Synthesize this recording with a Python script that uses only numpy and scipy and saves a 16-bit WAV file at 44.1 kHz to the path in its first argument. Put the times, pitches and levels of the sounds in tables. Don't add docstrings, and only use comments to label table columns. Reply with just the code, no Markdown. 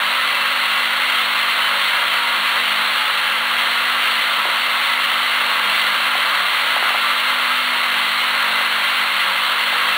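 import sys
import numpy as np
from scipy import signal
from scipy.fft import rfft, irfft
from scipy.io import wavfile
from scipy.ndimage import map_coordinates

SR = 44100
rng = np.random.default_rng(int(sys.argv[2]) if len(sys.argv) > 2 else 0)


def output_pcm(signal):
    pcm = np.clip(np.atleast_2d(signal).T, -1, 1) * 32767
    wavfile.write(sys.argv[1], SR, np.round(pcm).astype(np.int16))


N = 439677
SHAKE_HZ = 49.97
SPLIT_HZ = 1700


def from_db(db):
    return 10 ** (np.asarray(db) / 20)


def rms_one(x):
    return x / np.sqrt(np.mean(x ** 2) + 1e-20)


def seconds():
    return np.arange(N) / SR


def drift(corner_hz):
    step, settle = 40, 2000
    pole = np.exp(-2 * np.pi * corner_hz * step / SR)
    noise = rng.standard_normal(N // step + settle + 2)
    slow = signal.lfilter([1], [1, -2 * pole, pole * pole], noise)[settle:]
    return np.interp(np.arange(N) / step, np.arange(len(slow)), rms_one(slow))


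def swell(centre_s, width_s):
    t, out = seconds(), np.zeros(N)
    near = np.abs(t - centre_s) < 2 * width_s
    out[near] = np.exp(-np.log(2) * (2 * (t[near] - centre_s) / width_s) ** 2)
    return out


def cut(x, hz, kind, order):
    return signal.sosfilt(signal.butter(order, hz, kind, fs=SR, output="sos"), x)


def steep_low_pass(x, hz):
    return signal.sosfilt(signal.ellip(12, .1, 80, hz, fs=SR, output="sos"), x)


def colour(x, spectrum, size=2048):
    hz, db = np.transpose(spectrum)
    grid = np.maximum(np.fft.rfftfreq(size, 1 / SR), 1)
    gain = from_db(np.interp(np.log(grid), np.log(hz), db))
    cepstrum = irfft(np.log(gain))
    cepstrum[1:size // 2] *= 2
    cepstrum[size // 2 + 1:] = 0
    return signal.fftconvolve(x, irfft(np.exp(rfft(cepstrum))))[:N]


def ring(clicks, hz, t60):
    r, w = from_db(-60 / (t60 * SR)), 2 * np.pi * hz / SR
    return signal.lfilter([0, np.sin(w)], [1, -2 * r * np.cos(w), r * r], clicks + 1e-18)


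def agitation(wander_hz=7.9):
    # t/s, width/s, level rise/dB
    slides = [(0.0, 0.059, 3), (6.28, 0.091, 2), (6.537, 0.057, 2.4), (6.983, .12, .8), (7.32, 0.13, 1.1),
              (8.46, .24, 1.5), (9.798, 0.16, 2)]
    # t/s, width/s, level change/dB
    crowds = [(1.05, .25, 0.3), (1.863, .12, 0.9), (3.38, 0.27, -1.5), (4.1, 0.15, 1.0), (5.788, 0.12, 1.6)]
    heap_db = 0.48 * drift(wander_hz) + sum(db * swell(s, width) for s, width, db in slides)
    track_db = 0.25 * drift(wander_hz) + sum(db * swell(s, width) for s, width, db in crowds)
    return heap_db, track_db


def landings(per_s, bunching, spread_db):
    stroke = 1 + bunching * np.cos(2 * np.pi * (SHAKE_HZ * seconds() - 3 / 4))
    lands = rng.random(N) < per_s * stroke / SR
    sizes = from_db(spread_db * np.clip(rng.standard_normal(N), -2, 2))
    return rms_one(lands * sizes * rng.choice([-1, 1], N))


def rattle(heap_db, track_db):
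    # f/Hz, relative level/dB
    impact_spectrum = [(170, -54.5), (290, -22.5), (420, -24), (540, -15.5), (800, -11), (1000, -4),
                       (1300, -0.5), (1750, -3), (2030, -1.5), (2420, -4.5), (3000, -3.5), (3750, -7),
                       (4450, -10.5), (5000, -36.5)]
    heap = colour(landings(per_s=9000, bunching=.08, spread_db=1.7), impact_spectrum)
    track = colour(landings(per_s=11000, bunching=.1, spread_db=2.5), impact_spectrum)
    heap = rms_one(cut(heap, SPLIT_HZ, "low", order=6))
    track = rms_one(cut(track, SPLIT_HZ, "high", order=6))
    return heap * from_db(heap_db - 24) + track * from_db(track_db - 21)


def workshop(x, t60=0.24, wet_db=-14):
    t = seconds()[:SR // 2]
    tail = rng.standard_normal(len(t)) * from_db(-60 * t / t60) * (t > .006)
    return x + from_db(wet_db) * signal.fftconvolve(x, tail / np.linalg.norm(tail))[:N]


def bowl(heap_db, track_db, t60_at_1khz=0.43, damping_slope=0.56, wander_db=1.2):
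    # f/Hz, rms level/dB
    modes = [(479, -52), (511, -51.5), (549, -50), (571, -46.5), (621, -51), (662, -48.5), (711, -48),
             (754, -48), (861, -42.5), (950, -41), (1012, -40), (1106, -37), (1172, -35), (1213, -42),
             (1303, -37.5), (1319, -36), (1380, -37), (1427, -36), (1615, -38), (1658, -38.5),
             (1825, -41.5), (2000, -36), (2030, -34.5), (2055, -37.5), (2092, -38), (2153, -35.5),
             (2676, -36), (2708, -38.5), (2751, -38.5), (2815, -37), (2875, -38.5), (3058, -36),
             (3235, -36.5), (3262, -37), (3545, -38.5), (3634, -43), (3820, -47.5), (3941, -41),
             (3985, -40), (4172, -39.5)]
    blows = landings(per_s=2000, bunching=.2, spread_db=1.0)
    at = np.flatnonzero(blows)
    out = np.zeros(N)
    for hz, db in modes:
        effort_db = (heap_db if hz < SPLIT_HZ else track_db)[at]
        coupling = rng.standard_normal(len(at))
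        creep_db = wander_db * drift(1.95)[at]
        clicks = np.zeros(N)
        clicks[at] = blows[at] * coupling * from_db(effort_db + creep_db)
        t60 = t60_at_1khz * (1000 / hz) ** damping_slope
        out += from_db(db) * rms_one(ring(clicks, hz, t60))
    return out


def magnet_hum(fourth_db=-52, fifth_db=-47.5):
    # t/s, width/s, level change/dB of harmonic 4, and of harmonic 5
    sways = [(1.1, 0.23, -5, 2), (1.9, .45, -1, -2), (2.7, 0.39, 4, 2), (3.12, .22, -1, -6),
             (5.75, .3, 4, -1), (6.46, .18, 4.5, -10), (6.6, .14, -14, 1), (7.6, .9, -1, 3),
             (8.45, 0.56, 4, 2), (9.3, 0.27, 3, -5)]
    fourth_sway, fifth_sway = sum(np.outer(dbs, swell(s, width)) for s, width, *dbs in sways)
    phase = 2 * np.pi * SHAKE_HZ * seconds()
    fourth = from_db(fourth_db + fourth_sway + 2.5 * drift(8.6)) * np.sin(4 * phase + 0.55 * drift(3.3))
    fifth = from_db(fifth_db + fifth_sway + drift(4)) * np.sin(5 * phase + 0.28 * drift(1.0))
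    return np.sqrt(2) * (fourth + fifth)


def rumble(level_db=-59.0, top_hz=30):
    return from_db(level_db) * rms_one(cut(rng.standard_normal(N), top_hz, "low", order=2))


def pings(width_s=.055, waver_rad=.4):
    # t/s, f/Hz, rms level at the crest/dB
    chatters = [(1.65, 3030, -22), (3.07, 3470, -29), (4.05, 3110, -29), (4.2, 2023, -25)]
    t, wobble = seconds(), waver_rad * drift(13)
    return np.sqrt(2) * sum(from_db(db) * swell(s, width_s) * np.sin(2 * np.pi * hz * t + wobble)
                            for s, hz, db in chatters)


def drops(gain_db=-6.5, body_hz=500):
    # t/s, relative level/dB of the blow, and of its low body
    falls = [(4.451, -11, -17), (6.15, -11.5, -23), (6.762, -11, -22), (6.823, -11, -17), (6.902, -13, -22),
             (6.944, -11, -26), (8.608, -16, -26), (9.724, -14, -28)]
    # f/Hz, relative level/dB, T60/s
    modes = [(343, -15.5, 0.11), (464, -11, 0.093), (574, -3.5, 0.03), (733, 0.5, 0.032), (844, 1, 0.042),
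             (1040, 1, 0.022)]
    s, blow_db, body_db = np.transpose(falls)
    at = np.round(s * SR).astype(int)
    scatter_db = rng.normal(0, 1.0, (len(s), len(modes)))
    out = np.zeros(N)
    for k, (hz, db, t60) in enumerate(modes):
        weight_db = (body_db - body_db.max()) * (hz < body_hz)
        clicks = np.zeros(N)
        clicks[at] = from_db(blow_db + db + weight_db + scatter_db[:, k])
        out += (-1) ** k * ring(clicks, hz, t60)
    return from_db(gain_db) * cut(out, 290, "high", order=4)


def scene():
    heap_db, track_db = agitation()
    steel = bowl(heap_db, track_db) + pings()
    knocks = workshop(drops(), t60=.3, wet_db=-5.5)
    clatter = workshop(rattle(heap_db, track_db))
    return (clatter + steel + magnet_hum() + rumble() + knocks)[None]


def record(dry, low_cut_hz=70, band_edge_hz=4555, converter_hz=32000, top_hz=15700):
    narrow = steep_low_pass(dry[0], band_edge_hz)
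    held_s = np.floor(seconds() * converter_hz) / converter_hz
    steps = map_coordinates(narrow, [held_s * SR], order=3)
    return steep_low_pass(cut(steps, low_cut_hz, "high", order=1), top_hz)[None]


dry = scene()
out = record(dry)
output_pcm(out)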